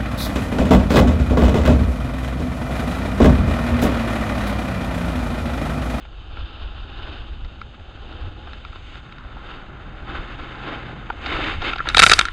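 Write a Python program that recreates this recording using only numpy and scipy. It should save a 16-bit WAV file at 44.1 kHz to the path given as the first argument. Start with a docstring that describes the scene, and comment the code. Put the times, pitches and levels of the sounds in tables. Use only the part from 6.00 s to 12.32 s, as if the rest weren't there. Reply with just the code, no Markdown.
"""Skiing down a groomed slope, heard by a microphone in a plastic case.
From the start, low noise in gusts is wind buffeting the case, with air rushing past above it. Random grains
in bands from thrum to fizz are skis crushing snow; turns swell their scraping and hissing, mostly harder later.
Single clumps of snow tap the case and make its resonances ring. At the end a hard turn throws up a spray:
powder patters, crumbs tick, and a volley of clumps overloads the microphone."""
import sys
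import numpy as np
from scipy import signal
from scipy.fft import rfft, irfft, next_fast_len
from scipy.io import wavfile
from scipy.ndimage import uniform_filter1d

SR = 44100
rng = np.random.default_rng(int(sys.argv[2]) if len(sys.argv) > 2 else 0)


def digitize_waveform(pressure):
    """Quantize a signal to 16-bit integers and store it at the path in sys.argv[1].

    Rows of a 2-D input are taken as channels; values are limited to [-1, 1].
    """
    field = np.atleast_2d(pressure).T
    bounded = np.clip(field, -1, 1)
    quanta = np.round(bounded * 32767).astype(np.int16)
    wavfile.write(sys.argv[1], SR, quanta)


N = 278712   # samples, about 6.3 s

# Resonances of the case, from its ringing panel to the sharp crack of its corners: f/Hz, width/Hz, level/dB
PANEL = [(1367, 99, 8.5), (1600, 390, -3.5)]
CRUNCH = [(1630, 380, 7), (2360, 410, 2.6), (2648, 173, 5.3), (3030, 340, 0.64)]
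CRACK = [(3776, 185, 6.5), (4610, 150, -2.5), (5040, 180, -5.5), (6310, 300, -11.5), (7450, 1400, -16.5)]


def from_db(db):
    """Decibels to amplitude gain."""
    return 10 ** (np.asarray(db) / 20)


def rms_one(x):
    """Scale to unit rms."""
    return x / np.sqrt(np.mean(x ** 2) + 1e-20)


def in_time(rows):
    """Interpolate each column of a curve over t/s, sample by sample."""
    s, *columns = np.transpose(rows)
    return [np.interp(np.arange(N) / SR, s, column) for column in columns]


def drift(rate_hz):
    """Slow random wavering with a spread of 1: noise through two equal low-pass poles."""
    step = 40   # samples between points of the slow curve
    pole = np.exp(-2 * np.pi * rate_hz * step / SR)
    noise = rng.standard_normal(N // step + 2002)
    slow = signal.lfilter([1], [1, -2 * pole, pole ** 2], noise)[2000:]   # skip the filter's start
    return np.interp(np.arange(N) / step, np.arange(len(slow)), rms_one(slow))


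def coloured(x, spectrum):
    """Filter a sound by a spectrum that falls away steeply past its ends; unit rms."""
    hz, db = np.transpose(spectrum)
    size = next_fast_len(N)
    octave = np.log2(np.maximum(np.fft.rfftfreq(size, 1 / SR), 1))
    octaves_outside = np.abs(octave - np.clip(octave, np.log2(hz[0]), np.log2(hz[-1])))
    gain_db = np.interp(octave, np.log2(hz), db) - 60 * octaves_outside
    return rms_one(irfft(rfft(x, size) * from_db(gain_db), size)[:N])


def resonate(x, modes):
    """Ring two-pole resonances in parallel, with alternating signs."""
    out = 0
    for k, (hz, width_hz, db) in enumerate(modes):
        r = np.exp(-np.pi * width_hz / SR)
        poles = [1, -2 * r * np.cos(2 * np.pi * hz / SR), r * r]
        gain = (-1) ** k * from_db(db) * (1 - r * r) / 2
        out = out + gain * signal.lfilter([1, 0, -1], poles, x)
    return out


def grains(per_s, spread_db, smooth):
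    """Snow crystals breaking at random, of uneven size, over an even rush."""
    sizes = from_db(spread_db * np.minimum(rng.exponential(1, N), 4))
    signed = sizes * rng.choice([-1, 1], N)
    breaks = rng.random(N) < per_s / SR
    return rms_one(signed * breaks) + smooth * rng.standard_normal(N)


def swell(s, rise_s, fall_s):
    """A smooth bell-shaped rise to 1 at time s, and a smooth fall."""
    t = np.arange(N) / SR - s
    return np.exp(-(t / np.where(t < 0, rise_s, fall_s)) ** 2)


def with_swells(base, swells):
    """Level in dB of a steady curve with swells (s, dB, rise s, fall s) added in power."""
    base_db, = in_time(base)
    power = from_db(base_db) ** 2
    for s, db, rise_s, fall_s in swells:
        power = power + (from_db(db) * swell(s, rise_s, fall_s)) ** 2
    return 10 * np.log10(power)


def wind():
    """Large eddies press on the case in low lumps; smaller ones rush past above them."""
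    # Steady buffeting of the case, before wavering and trim: t/s, level/dB
    breeze = [(0, -41), (.15, -36), (.55, -37), (.95, -34.5), (1.5, -38.5), (1.75, -42.5), (2.1, -36),
              (2.35, -37.5), (2.95, -38), (3.08, -45.5), (3.25, -36.5), (3.65, -41), (4.1, -36.5),
              (4.7, -41), (5.45, -33), (6.32, -35)]
    # Single gusts on top of it: t/s, level/dB
    gusts = [(.33, -34), (.42, -28), (.65, -28), (.81, -33), (1.2, -33.5), (1.33, -31), (1.44, -28.5),
             (2.258, -27), (4.19, -30), (4.42, -36), (5.33, -30), (5.59, -29), (5.96, -26), (6.05, -26),
             (6.12, -28.5)]
    # Air rushing past with the speed of the run, before trim: t/s, level/dB
    airstream = [(0, -53.5), (1.1, -48), (1.45, -46), (1.85, -51), (2.48, -46.5), (2.85, -52),
                 (3.12, -43.5), (3.4, -46), (3.75, -43), (4.5, -43), (4.8, -37.5), (5.03, -40.5),
                 (5.17, -50), (5.41, -34.5), (5.78, -46.5), (6.06, -32), (6.32, -66)]
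    # Spectra of the buffeting and of the rush: f/Hz, relative density/dB
    buffet_spectrum = [(8.8, -40), (15, 0.5), (56, 3), (98, -8), (130, -37.5), (220, -120)]
    rush_spectrum = [(66, -31), (112, 4), (162, -2), (245, -6.5), (320, -20), (540, -120)]
    gust_rise_s, gust_fall_s = 0.046, 0.038

    buffet_db = with_swells(breeze, [(s, db, gust_rise_s, gust_fall_s) for s, db in gusts])
    eddies = coloured(rng.standard_normal(N), buffet_spectrum)
    strength = np.sqrt(uniform_filter1d(eddies ** 2, size=4000))
    steady_eddies = eddies / strength   # evened out, so that the gusts set the level
    buffet = from_db(buffet_db + 0.38 + 1.4 * drift(18)) * steady_eddies

    rush_db, = in_time(airstream)
    rush = from_db(rush_db - 0.57) * coloured(rng.standard_normal(N), rush_spectrum)
    return buffet + rush


def skis():
    """The boards thrum while base and edges crush the snow; a shared chatter wavers their scraping."""
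    # The skis running flat between turns, before trim and wavering: t/s, scrape level/dB
    glide = [(0, -55.5), (.8, -47.5), (1.3, -50), (1.75, -53.5), (2.4, -49), (2.85, -52.5), (3.25, -46),
             (3.85, -45.5), (4.4, -40.5), (4.88, -40), (5.05, -45), (5.58, -40), (5.83, -48), (6.32, -46)]
    # Pushes on the edges, each a swell of scraping: peak t/s, scrape level/dB, rise/s, fall/s
    turns = [(.39, -48.5, 0.09, 0.43), (1.12, -43.5, 0.21, .12), (2.21, -49, 0.25, 0.084),
             (2.47, -54, 0.068, 0.052), (2.95, -49.5, .04, 0.047), (3.51, -43, 0.042, 0.076),
             (4.15, -36.5, 0.096, 0.07), (4.689, -34.5, 0.065, 0.093), (5.33, -30, 0.089, .07),
             (5.469, -29, 0.12, 0.074), (5.67, -29, 0.043, 0.057), (5.879, -33.5, 0.02, 0.046),
             (6.15, -31.5, 0.25, .12)]
    # Tone from soft powder to hard-packed snow, before trim, over the scrape:
    # t/s, thrum/dB, edge bite/dB, powder hiss/dB
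    snow = [(0, 3, -8, 1.5), (.45, 0.5, -22.5, 1), (1.15, -0.5, -14.5, -1), (1.8, 3.5, -10, -0.5),
            (2.3, 3.5, -13, -2), (2.9, 0, -2, 2.5), (3.25, -3, -12, -9), (3.5, -0.5, -9, -3.5),
            (3.75, -0.5, -9.5, -9.5), (4.35, -1.5, -6, -5.5), (4.98, 1, -6.5, -7.5), (5.35, -2.5, -2, -2.5),
            (5.7, -2.5, -3, -2), (6.32, -10, -4.5, -4)]
    # Spectra of the layers, from the boards up to the finest crystals: f/Hz, relative density/dB
    thrum_spectrum = [(140, -32), (235, -3), (326, 0.5), (450, -5), (511, -4), (592, -6), (689, -6),
                      (835, -2), (950, -16.5), (1240, -45), (2090, -120)]
    scrape_spectrum = [(550, -38), (930, -9.5), (1060, -4), (1160, -6), (1340, -1), (1450, -2),
                       (1580, -4.5), (1800, -11.5), (2340, -24), (3960, -120)]
    bite_spectrum = [(940, -34), (1600, -0.5), (1880, 0.5), (2210, 3.5), (2390, -2.5), (2640, -0.5),
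                     (2800, -23), (3640, -43), (6160, -120)]
    hiss_spectrum = [(1470, -34), (2500, -3.5), (2640, 1.5), (2870, 0.5), (3050, 2.5), (3350, -5),
                     (3640, 1.5), (3860, -6.5), (4160, -12.5), (4450, -11.5), (5100, -19.5), (5700, -42.5),
                     (11600, -120)]
    fizz_spectrum = [(4800, -46), (5700, -12), (6350, 4.5), (6750, 1.5), (7500, -5), (8400, -7),
                     (9400, -31.5), (12000, -73.5)]
    # The skis flexing under a hard turn: f/Hz, width/Hz, level/dB
    flex = [(301, 85, 0)]

    scrape_db = with_swells(glide, turns)
    thrum_db, bite_db, hiss_db = in_time(snow)
    chatter_db = 1.25 * drift(30)

    def rubbing(level_db, source, spectrum):
        """One layer of the scraping, wavering on its own over uneven snow."""
        return from_db(level_db + 0.5 * drift(27)) * coloured(source, spectrum)

    thrum = rubbing(scrape_db + thrum_db - 0.6 + 0.45 * chatter_db,
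                    grains(per_s=700, spread_db=1.5, smooth=0.61), thrum_spectrum)
    scrape = rubbing(scrape_db - 0.2 + chatter_db,
                     grains(per_s=2400, spread_db=2.0, smooth=1.0), scrape_spectrum)
    bite = rubbing(scrape_db + bite_db + 0.3 + chatter_db,
                   grains(per_s=3000, spread_db=6.0, smooth=0.94), bite_spectrum)
    hiss = rubbing(scrape_db + hiss_db + 0.2 + chatter_db,
                   grains(per_s=5000, spread_db=2.0, smooth=0.69), hiss_spectrum)

    flexing = resonate(resonate(rng.standard_normal(N), flex), flex)
    judder_db = 2.5 + 1.4 * scrape_db   # swings wider than the scrape
    judder = from_db(judder_db) * rms_one(flexing)

    # the finest crystals always fizz a little, and more when the edge bites into powder
    fizz_floor_db = -78.5
    fizz_db = -34.5 + 0.7 * (scrape_db + bite_db + hiss_db) + chatter_db
    fizz_gain = np.hypot(from_db(fizz_floor_db), from_db(fizz_db))
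    fizz = fizz_gain * coloured(rng.standard_normal(N), fizz_spectrum)
    return thrum + judder + scrape + bite + hiss + fizz


def spray():
    """Fine snow patters on the case, in flurries, while the turn throws it up; small crumbs tick among it."""
    # Spectrum of the fine snow: f/Hz, relative density/dB
    powder_spectrum = [(1470, -32), (2500, -26), (2730, -21), (3210, -25), (3760, -29), (4220, -9),
                       (4610, -4.5), (5520, -9), (7840, -10), (11500, -12), (15000, -59), (22000, -120)]
    powder_db = -29 + 2.0 * drift(43)
    patter = grains(per_s=4500, spread_db=4.0, smooth=0.98)
    powder = from_db(powder_db) * coloured(patter, powder_spectrum)
    ticks = resonate(grains(per_s=54, spread_db=6, smooth=0), [*PANEL, *CRUNCH, *CRACK])
    crumbs = from_db(-23) * rms_one(ticks)
    return swell(6.05, rise_s=0.071, fall_s=0.13) * (powder + crumbs)


def clumps(size=2600):
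    """Each lump taps and crumbles, ringing the case: heavy ones knock, hard ones crunch and crack."""
    # Lumps of snow striking the case: t/s, level before trim/dB, crumbling scale/s, weight/dB, hardness/dB
    strikes = [(.051, -38, 0.0014, -1, -13), (.3695, -35.5, 0.0046, -3, -16), (1.446, -45, .006, 3, 3),
               (1.614, -30.5, 0.0032, -10, -14), (2.126, -44.5, 0.0034, -10, 14),
               (2.472, -39.5, 0.008, 4, -16), (2.532, -35, 0.0017, -13, -2), (2.649, -30, 0.0017, -2, -11),
               (2.729, -39, 0.0032, -6, -18), (2.757, -33.5, 0.0011, 2, -13), (2.955, -36, .0013, -4, -4),
               (3.123, -39, 0.0032, -9, -5), (3.183, -36.5, 0.0021, -20, -11),
               (3.367, -38.5, 0.0055, 6, -24), (5.1, -24, 0.0081, 1.5, -24), (5.259, -29.5, 0.012, -5, -5),
               (5.616, -30, 0.015, 1, -5), (5.732, -22.5, .005, -9, -11.5), (5.758, -30, 0.0077, 1.5, -6.5),
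               (5.782, -31, 0.0054, -15, -5), (5.792, -25, .004, -23.5, -40),
               (5.8025, -18.5, 0.0032, -14, -48), (5.856, -30, 0.0037, 1, -18),
               (5.871, -22.5, .003, -9, -33), (5.888, -10.5, 0.00024, -2, 16),
               (5.9, -22.5, 0.0025, -20, -10), (5.946, -10.5, 0.0034, -12, -3),
               (5.968, -10.5, 0.0072, 10.5, 11.5), (5.981, -3.5, 0.0011, -8, 16),
               (5.992, -2.5, 0.0122, -7.5, 4), (6.013, -19.5, .003, -20, 3), (6.02, 3, 0.00065, -15, -4),
               (6.027, 2, 0.0014, -33, -2), (6.033, 1, .009, -16.5, -5.5), (6.064, -2.5, 0.0016, -10, 2),
               (6.069, -6, 0.00078, -25, -17), (6.074, -17, .002, -3, -6), (6.096, -6.5, 0.0017, -4, 5),
               (6.105, -13.5, 0.00082, -19, 6), (6.115, -3, 0.0072, -9, -2),
               (6.129, -12.5, 0.0036, -13, -23), (6.134, -6, 0.0039, -3, 22), (6.183, -24, 0.0042, -18, -5),
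               (6.19, -5, 0.0049, -17, 0), (6.2117, -9.5, 0.0011, -29, -4.5), (6.253, -16, 0.0014, -25, -8),
               (6.2847, -22.5, 0.0028, -22, -13)]
    # Resonances of the case knocking, and of the whole case jolting on its mount: f/Hz, width/Hz, level/dB
    knock = [(400, 200, -6.5), (537, 155, -2), (800, 195, 2), (1090, 400, -1.5)]
    thump = [(191, 110, 0)]

    out, t = np.zeros(N + size), np.arange(size) / SR
    for s, level_db, crumbling_s, weight_db, hardness_db in strikes:
        # held while it crumbles, then a fast fall, over a weak longer tail
        body = np.exp(-np.maximum(t - 0.684 * crumbling_s, 0) / 0.00058)
        tail = 0.097 * np.exp(-t / 0.011)
        force = rng.standard_normal(size) * (body + tail)
        force[0] += 4.0   # the first touch

        # weak lumps and soft lumps make a longer, duller contact
        strength_hz = 3400 + 9000 * np.sqrt(from_db(level_db))
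        hardness_hz = 2000 + 11000 * np.sqrt(from_db(hardness_db))
        contact_hz = min(strength_hz, hardness_hz)
        force = signal.sosfilt(signal.butter(4, contact_hz, fs=SR, output="sos"), force)

        # each group of resonances against the panel's ring, then scaled to a total power of 1
        groups = (PANEL, knock, CRUNCH, CRACK, thump)
        shares = from_db([0, -1 + weight_db, 3 + 0.64 * hardness_db, -1 + hardness_db, -19])
        shares = shares / np.linalg.norm(shares)
        ring = sum(share * rms_one(resonate(force, modes)) for share, modes in zip(shares, groups))

        # longer crumbling carries more energy
        loudness = from_db(level_db + 3.0) * np.sqrt((crumbling_s + 0.0003) * SR / size)
        start = int(s * SR)
        out[start:start + size] += loudness * rms_one(ring)
    return out[:N]


def scene():
    """Everything as it reaches the one microphone inside the case."""
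    return (wind() + skis() + spray() + clumps())[None]


def record(dry):
    """The microphone overloads smoothly on the hardest knocks; the top rolls off and is cut."""
    ceiling = 0.88   # of full scale
    clipped = dry / (1 + (dry / ceiling) ** 6) ** (1 / 6)
    # each filter runs forward and back, which doubles its loss
    dulled = signal.sosfiltfilt(signal.butter(3, 10500, fs=SR, output="sos"), clipped)
    return signal.sosfiltfilt(signal.ellip(8, 0.05, 70, 12300, fs=SR, output="sos"), dulled)


dry = scene()
out = record(dry)
digitize_waveform(out)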